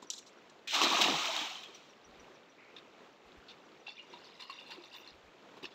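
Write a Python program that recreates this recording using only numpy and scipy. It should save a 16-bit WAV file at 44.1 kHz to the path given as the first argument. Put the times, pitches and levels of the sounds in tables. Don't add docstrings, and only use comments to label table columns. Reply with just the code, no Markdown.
import sys
import numpy as np
from scipy import signal
from scipy.fft import rfft, irfft, next_fast_len
from scipy.io import wavfile
from scipy.ndimage import uniform_filter1d, map_coordinates

SR = 44100
rng = np.random.default_rng(int(sys.argv[2]) if len(sys.argv) > 2 else 0)


def put_to_file(sound):
    columns = np.atleast_2d(sound).T
    safe = np.clip(columns, -1, 1)
    whole_steps = np.round(safe * 32767)
    wavfile.write(sys.argv[1], SR, whole_steps.astype(np.int16))


N = 253392
TIME = np.arange(N) / SR

# time in seconds, spray level in dB.
SPRAY_LEVEL = [(0.671, -47), (.715, -36.5), (.75, -33.5), (1.03, -30.5), (1.15, -35), (1.42, -38.5),
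               (1.61, -52), (1.7, -59.5), (1.95, -66.5)]
# start in seconds, level in dB, length in seconds.
SLAP_BURSTS = [(.6735, -39, .015), (.738, -28, .033), (.814, -26, 0.016), (.83, -24, 0.021),
               (1.012, -20, 0.016), (1.036, -29, 0.017), (1.255, -31.5, .0065), (1.364, -30.5, 0.0055),
               (1.633, -45.5, .011), (1.745, -53, 0.021)]
# start in seconds, pitch of the first gulp in Hz, its level in dB.
PLUNGE_CAVITIES = [(.745, 345, -42), (0.814, 402, -24), (.897, 346, -30), (.989, 275, -31.5),
                   (1.048, 223, -31.5), (1.087, 285, -25.5)]
# start in seconds, level in dB, length in seconds.
SLOSH_BURSTS = [(3.862, -45, 0.04), (3.96, -52, 0.011), (4.128, -49, 0.013), (4.24, -59, 0.022),
                (4.394, -41, 0.025), (4.494, -44, 0.016), (4.585, -50, 0.025), (4.655, -50, 0.042),
                (4.7, -39.5, 0.027), (4.835, -51.5, .021), (4.914, -46.5, 0.054), (5.07, -51, 0.018)]
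# start in seconds, grit level in dB,
# length in seconds, thud level in dB, pebble pitch in Hz, pebble level in dB.
FOOTSTEPS = [(.025, -62, 0.0068, -51, 3700, -56), (2.764, -50.5, 0.0083, -53, 3650, -45),
             (3.484, -51, 0.024, -67, 4270, -46.5)]


def amp(db):
    return 10 ** (np.asarray(db) / 20)


def unit(x):
    return x / np.sqrt(np.mean(x ** 2) + 1e-20)


def even(x, seconds):
    power = abs(uniform_filter1d(x ** 2, max(8, round(seconds * SR))))
    return x / np.sqrt(power + 1e-12)


def curves(rows):
    s, *cols = np.transpose(rows)
    return [np.interp(TIME, s, c) for c in cols]


def during(start, end, attack=0.011, release=0.041):
    return np.clip(np.minimum((TIME - start) / attack, (end - TIME) / release), 0, 1)


def wobble(rate):
    return map_coordinates(rng.standard_normal(int(N * rate / SR) + 4), [TIME * rate])


def add(track, s, sound):
    start = max(0, round(s * SR))
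    track[start:start + len(sound)] += sound[:max(0, N - start)]


def colour(x, points, keep_power=True):
    size = 2 * next_fast_len(N // 2 + 8192)
    hz, db = np.transpose(points)
    log_f = np.log(np.fft.rfftfreq(size, 1 / SR) + 1)
    gain = amp(np.interp(log_f, np.log(hz), db))
    cepstrum = irfft(np.log(unit(gain) if keep_power else gain))
    cepstrum[1:size // 2] *= 2
    cepstrum[size // 2 + 1:] = 0
    return irfft(rfft(x, size) * np.exp(rfft(cepstrum)))[:N]


def resonate(x, modes):
    size = next_fast_len(N + 8192)
    f = np.fft.rfftfreq(size, 1 / SR)
    response = 0
    for k, (hz, width, db) in enumerate(modes):
        peak = 1j * f * width / (hz * hz - f * f + 1j * f * width)
        response = response + (-1) ** k * amp(db) * peak
    return irfft(rfft(x, size) * response / np.sqrt(np.mean(abs(response) ** 2)), size)[:N]


def clumped(x, depth_db, size=3):
    z = signal.stft(x, nperseg=256)[2]
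    field = uniform_filter1d(rng.standard_normal(z.shape), size, 0)
    field = uniform_filter1d(field, size, 1)
    return unit(signal.istft(z * amp(depth_db * unit(field)), nperseg=256)[1][:N])


def scattered(sound, wet_db, t60):
    t = np.arange(SR // 10) / SR
    tail = rng.standard_normal(len(t)) * np.exp(-np.log(1000) * t / t60)
    return signal.fftconvolve(sound, (t == 0) + amp(wet_db) * tail / np.linalg.norm(tail))


def bubble(t, hz, cycles, rise):
    age = t * hz / cycles
    tone = np.sin(2 * np.pi * hz * t * (1 + rise * age / 2))
    return tone * np.exp(-np.log(1000) * age) * (1 - np.exp(-2 * hz * t))


def swarm(start, end, count, low_hz, high_hz, cycles, spread_db, rise=0.19, size=600):
    when, pitch, strength = rng.random((count, 3)).T[:, :, None]
    hz = low_hz * (high_hz / low_hz) ** pitch
    steps = np.arange(size)
    loudness = hz * amp(-spread_db * np.log(1 - .98 * strength))
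    grains = loudness * bubble(steps / SR, hz, cycles, rise)
    first = ((start + when * (end - start)) * SR).astype(int)
    mixed = np.bincount((first + steps).ravel(), grains.ravel(), N)[:N]
    return unit(mixed) * np.sqrt((end - start) * SR / N)


def bursts(rows, attack, tail_db, tail_t60):
    power, t = np.zeros(N), np.arange(SR // 2) / SR
    for s, db, length in rows:
        body = np.exp(-(t / length) ** 2)
        tail = amp(tail_db) * np.exp(-np.log(1000) * t / tail_t60)
        onset = 1 - np.exp(-t / (attack * length))
        add(power, s, (amp(db) * (body + tail) * onset) ** 2)
    return np.sqrt(power)


def doubled(rows, gap, change_db):
    return [(s + k * gap, db + k * change_db, length) for s, db, length in rows for k in (0, 1)]


def river():
    # frequency in Hz, relative level in dB.
    rush_colour = [(25, -28), (90, -15), (130, -8.5), (200, -1.5), (400, 1.5), (800, -4), (1200, -5),
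                   (1700, -9.5), (2500, -9.5), (3900, -14), (4800, -19.5), (7000, -23.5), (9000, -37.5),
                   (15500, -30.5)]
    # start in seconds, level in dB, length in seconds.
    eddy_bursts = [(2.56, -59, 0.17)]
    # frequency in Hz, relative level in dB.
    eddy_colour = [(700, -27), (1300, -1), (1700, -2), (2300, 6), (2900, -6), (4500, -43)]
    babble = swarm(0, N / SR, count=1500, low_hz=347, high_hz=5310, cycles=19, spread_db=3, size=900)
    water = rng.standard_normal(N) + amp(-11.5) * babble
    rush = amp(-58 + 1.1 * wobble(8.2)) * unit(colour(water, rush_colour))
    gurgle = colour(clumped(rng.standard_normal(N), depth_db=3.5), eddy_colour)
    return rush + bursts(eddy_bursts, attack=0.22, tail_db=-10, tail_t60=.5) * gurgle


def sinkers():
    # start in seconds, level in dB, length in seconds.
    clinks = [(.02, -54, 0.015), (.1012, -26.5, .0045), (.134, -39, 0.0068), (.162, -48, .01),
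              (.177, -44, 0.015), (.26, -54.5, 0.026), (.496, -56, 0.0066)]
    # frequency in Hz, relative level in dB.
    metal_colour = [(1500, -52), (2400, -15.5), (3300, -5), (4000, 2.5), (4600, -6), (5800, 0.5),
                    (6400, -3), (7200, -0.5), (9000, -19), (15500, -23)]
    chatter = swarm(0, SPRAY_LEVEL[0][0], count=1400, low_hz=2500, high_hz=15700, cycles=26,
                    spread_db=-1.5, size=400)
    ring = even(colour(chatter + 0.62 * rng.standard_normal(N), metal_colour), seconds=0.0032)
    knocks = doubled(clinks, gap=0.0075, change_db=-10)
    return bursts(knocks, attack=0.23, tail_db=-17.5, tail_t60=0.3) * ring


def rocks():
    # start in seconds, grit level in dB, length in seconds, thud level in dB.
    knocks = [(5.567, -59, 0.02, -51), (5.627, -49, 0.02, -43.5), (5.642, -40.5, 0.0031, -37.5),
              (5.653, -39, .004, -60), (5.703, -58, .045, -68)]
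    # frequency in Hz, relative level in dB.
    grit_colour = [(300, -14), (1300, -0.5), (2100, -7), (2750, 9), (3150, -0.5), (3600, 9), (4300, 0),
                   (5000, -1), (7500, -20), (9500, -38), (15500, -24)]
    thud_colour = [(50, -36), (140, -19), (220, -2.5), (410, 4.5), (540, -11.5), (1100, -11), (2500, -34.5)]
    toe_s, toe_db = 0.0183, -1
    contacts = []
    for s, grit_db, length, thud_db, *_ in FOOTSTEPS:
        for k in (0, 1):
            contacts.append((s + k * toe_s, grit_db + k * toe_db, length, thud_db + k * toe_db))
    contacts = contacts + knocks
    grit = bursts([(s, db, length) for s, db, length, _ in contacts], attack=0.23, tail_db=-4.5, tail_t60=0.09)
    push = bursts([(s, db, length) for s, _, length, db in contacts], attack=0.077, tail_db=-27, tail_t60=0.068)
    grains = clumped(rng.standard_normal(N) * amp(1.4 * wobble(800)), depth_db=3.5)
    grinding = grit * even(colour(grains, grit_colour), seconds=0.0046)
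    thuds = colour(push * even(rng.standard_normal(N), seconds=0.0058), thud_colour)
    return grinding + thuds


def pebbles():
    out, t = np.zeros(N), np.arange(SR // 20) / SR
    for s, *_, hz, db in FOOTSTEPS:
        add(out, s, amp(db) * scattered(bubble(t, hz, cycles=52, rise=0), wet_db=7, t60=0.099))
    return out


def gulps(count=3):
    gap_s, pitch_ratio, loss_db, cycles = .024, .75, 4.5, 16.7
    return [(s + k * gap_s, hz * pitch_ratio ** k, db - k * loss_db, cycles)
            for s, hz, db in PLUNGE_CAVITIES for k in range(count)]


def pockets():
    # start in seconds, starting pitch in Hz, level in dB, life in cycles.
    plops = [(.026, 978, -37.5, 23), (0.816, 1080, -12.5, 20), (.968, 950, -21.5, 22), (.987, 788, -25, 35),
             (1.083, 675, -12.5, 14.8), (1.288, 648.3, -31, 55), (1.413, 300, -34.5, 14.8),
             (3.88, 820, -39.5, 37), (4.136, 940, -41.5, 65), (4.497, 1062, -32, 55),
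             (4.697, 853, -40.5, 34), (4.779, 336, -43.5, 37)]
    # frequency in Hz, gain in dB.
    surface_gain = [(60, -39), (105, -23), (150, -1.5), (2000, -2)]
    out, t = np.zeros(N), np.arange(SR // 5) / SR
    for s, hz, db, cycles in plops + gulps():
        add(out, s, amp(db) * scattered(bubble(t, hz, cycles, rise=0.088), wet_db=-6.0, t60=0.14))
    return colour(out, surface_gain, keep_power=False)


def bird():
    # start in seconds, end in seconds, first level in dB, fade in dB per second.
    bouts = [(0.063, .44, -68.5, 3), (1.737, 2.56, -63, 10), (3.642, 5.06, -74, -4.5)]
    out, t = np.zeros(N), np.linspace(0, 1, round(0.025 * SR))
    start_hz, end_hz, period_s = 6200, 5450, .1502
    for start, end, db, fade in bouts:
        for s in np.arange(start, end, period_s):
            hz = (start_hz + (end_hz - start_hz) * t) * (1 + 0.015 * rng.standard_normal())
            chirp = np.sin(np.pi * t) ** 2 * np.sin(2 * np.pi * np.cumsum(hz) / SR)
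            level = amp(db - fade * (s - start) + 2.0 * rng.standard_normal())
            add(out, s, level * scattered(chirp, wet_db=6.5, t60=0.073))
    return out


def splash():
    # frequency in Hz, relative level in dB.
    spray_colour = [(500, -40), (1200, -15.5), (1550, -7), (2000, -6), (2500, -0.5), (2700, -1.5),
                    (3150, 1.5), (3450, -0.5), (3850, 1.5), (4600, -8.5), (5850, -7.5), (7400, -14.5),
                    (9500, -27.5), (15500, -19)]
    bubble_colour = [(80, -50), (350, -25.5), (500, -15), (680, -1), (900, 2), (1250, 2), (1500, -9.5),
                     (2200, -36.5)]
    churn_colour = [(40, -40), (80, -38), (125, -32), (190, -1.5), (330, 13.5), (460, 5.5), (700, -3.5),
                    (1200, -43)]
    # frequency in Hz, relative level in dB.
    slap_tilt = [(1500, 0), (4000, 0), (6000, 1.5), (12000, 3.5)]
    spray_db, = curves(SPRAY_LEVEL)
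    start, end = SPRAY_LEVEL[0][0], SPRAY_LEVEL[-1][0]
    droplets = swarm(start, end, count=2000, low_hz=1520, high_hz=8900, cycles=22, spread_db=2.5)
    mist = clumped(rng.standard_normal(N), depth_db=1.5)
    fizz = unit(colour(mist + amp(-7.5) * droplets, spray_colour))
    spray = amp(spray_db) * during(start, end) * fizz

    air_start_s, air_rise_s, air_db, air_fade_db_per_s = 0.7194, 0.036, -0.5, 5.5
    air_level = amp(spray_db + air_db - air_fade_db_per_s * (TIME - air_start_s))
    surfacing = air_level * during(air_start_s, end, air_rise_s)
    air = swarm(start, end, count=1000, low_hz=452.4, high_hz=1713, cycles=32.0, spread_db=2.0, size=1800)
    bubbles = surfacing * even(colour(air + amp(1.0) * rng.standard_normal(N), bubble_colour), seconds=0.11)

    stirs = [(s, db - 9.5, 0.045) for s, _, db in PLUNGE_CAVITIES]
    stirring = bursts(stirs, attack=0.44, tail_db=-21, tail_t60=.2)
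    churn = (stirring + amp(-13.5) * surfacing) * unit(colour(rng.standard_normal(N), churn_colour))

    rough = colour(rng.standard_normal(N) * amp(2.1 * wobble(700)), spray_colour)
    crackle = even(colour(rough, slap_tilt), seconds=0.011)
    slaps = bursts(SLAP_BURSTS, attack=0.089, tail_db=-38, tail_t60=.12) * crackle
    return spray + bubbles + churn + slaps


def flung(rows, pitches, gain_db, detune, spread_db=5.0):
    within_s = .035
    chance = rng.random((len(rows), len(pitches), 3))
    thrown = []
    for (s, db, _), throw in zip(rows, chance):
        for hz, (late, sharp, loud) in zip(pitches, throw):
            pitch = hz * (1 + detune * (2 * sharp - 1))
            thrown.append((s + within_s * late, pitch, db + gain_db + spread_db * (2 * loud - 1)))
    return thrown


def drops():
    # start in seconds, starting pitch in Hz, level in dB.
    pings = [(.674, 2490, -35.5), (.682, 2500, -37), (0.843, 4000, -20), (.947, 2474, -24),
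             (1.011, 3100, -32), (1.041, 2780, -23), (1.364, 3080, -30), (1.555, 3080, -35),
             (1.633, 3300, -39), (3.868, 2700, -37.5), (3.87, 3480, -41), (3.892, 3500, -39),
             (3.98, 2430, -42), (3.995, 2830, -40), (4.244, 4450, -44.5), (4.522, 2780, -43),
             (4.588, 2800, -39.5), (5.075, 4240, -42)]
    slap_drop_hz = [2480, 3240, 4140]
    slosh_drop_hz = [2804, 3650, 4240]
    out, t = np.zeros(N), np.arange(SR // 20) / SR
    from_slaps = flung(SLAP_BURSTS, slap_drop_hz, gain_db=-3.5, detune=0.075)
    from_sloshes = flung(SLOSH_BURSTS, slosh_drop_hz, gain_db=0.5, detune=0.04)
    for s, hz, db in pings + from_slaps + from_sloshes:
        add(out, s, amp(db) * scattered(bubble(t, hz, cycles=88, rise=0.023), wet_db=-1, t60=0.21))
    return out


def breeze():
    # start in seconds, level in dB, length in seconds.
    puff_bursts = [(2.055, -63.5, 0.072), (3.25, -61.5, .035), (5.115, -62.5, 0.054)]
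    # frequency in Hz, relative level in dB.
    rumble_colour = [(20, -6), (50, 1), (80, 0.5), (130, -15), (300, -35)]
    pairs = doubled(puff_bursts, gap=0.118, change_db=-0.5)
    puffs = bursts(pairs, attack=0.27, tail_db=-28, tail_t60=.3)
    return puffs * unit(colour(rng.standard_normal(N), rumble_colour))


def dripping():
    # pitch in Hz, width in Hz, relative level in dB.
    hollows = [(950, 230, -4.5), (2090, 540, -7), (2770, 175, 2), (3540, 100, 2.5), (3840, 210, -1.5),
               (4270, 230, -8), (4820, 180, -3.5), (5830, 360, -13), (6800, 220, -19), (13800, 4300, -55)]
    start, end = 3.8, 5.125
    patter = swarm(start, end, count=2600, low_hz=883, high_hz=12200, cycles=34, spread_db=3.0, size=900)
    falling = clumped(amp(-4) * rng.standard_normal(N) + patter, depth_db=4, size=4)
    water = even(resonate(falling, hollows), seconds=0.016)

    lifted = during(start, end, attack=0.6, release=0.044)
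    trickle = amp(-58.5 + 1.5 * wobble(25)) * np.sqrt(lifted)

    pairs = doubled(SLOSH_BURSTS, gap=0.026, change_db=-6.5)
    sloshes = bursts(pairs, attack=0.48, tail_db=-39, tail_t60=0.19)
    sloshes = uniform_filter1d(sloshes, round(.009 * SR))

    ticks = swarm(start, end, count=1500, low_hz=5970, high_hz=15600, cycles=9, spread_db=3.5, size=100)
    crackle = lifted * (amp(-84.5) + 0.11 * sloshes) * ticks
    return np.hypot(sloshes, trickle) * water + crackle


def sizzle():
    # start in seconds, level in dB, length in seconds.
    sizzle_bursts = [(4.948, -53, 0.052)]
    # frequency in Hz, relative level in dB.
    sizzle_colour = [(7000, -38), (13800, -21), (14700, 12), (15300, -12)]
    level = bursts(sizzle_bursts, attack=.3, tail_db=-25, tail_t60=.3)
    return level * colour(rng.standard_normal(N), sizzle_colour)


def mirrored(x, delay, wander, share):
    lag = delay * np.exp(wander * wobble(4))
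    return (x + share * np.interp(TIME - lag, TIME, x)) / np.sqrt(1 + share ** 2)


def scene():
    cast = mirrored(splash() + sinkers(), delay=0.00151, wander=0.16, share=0.15)
    bank = mirrored(dripping() + rocks(), delay=0.001132, wander=0.16, share=0.33)
    ringing = pockets() + drops() + pebbles()
    return (river() + cast + bank + ringing + sizzle() + bird() + breeze())[None]


def record(dry):
    # frequency in Hz, gain in dB.
    microphone_gain = [(7500, -1.5), (8400, -5), (9300, -10), (11000, -13), (12000, -6), (12800, -8.5),
                       (15000, -12.5)]
    top_hz = 15750
    heard = colour(dry[0], microphone_gain, keep_power=False)
    return irfft(rfft(heard) * (np.fft.rfftfreq(N, 1 / SR) < top_hz), N)[None]


dry = scene()
out = record(dry)
put_to_file(out)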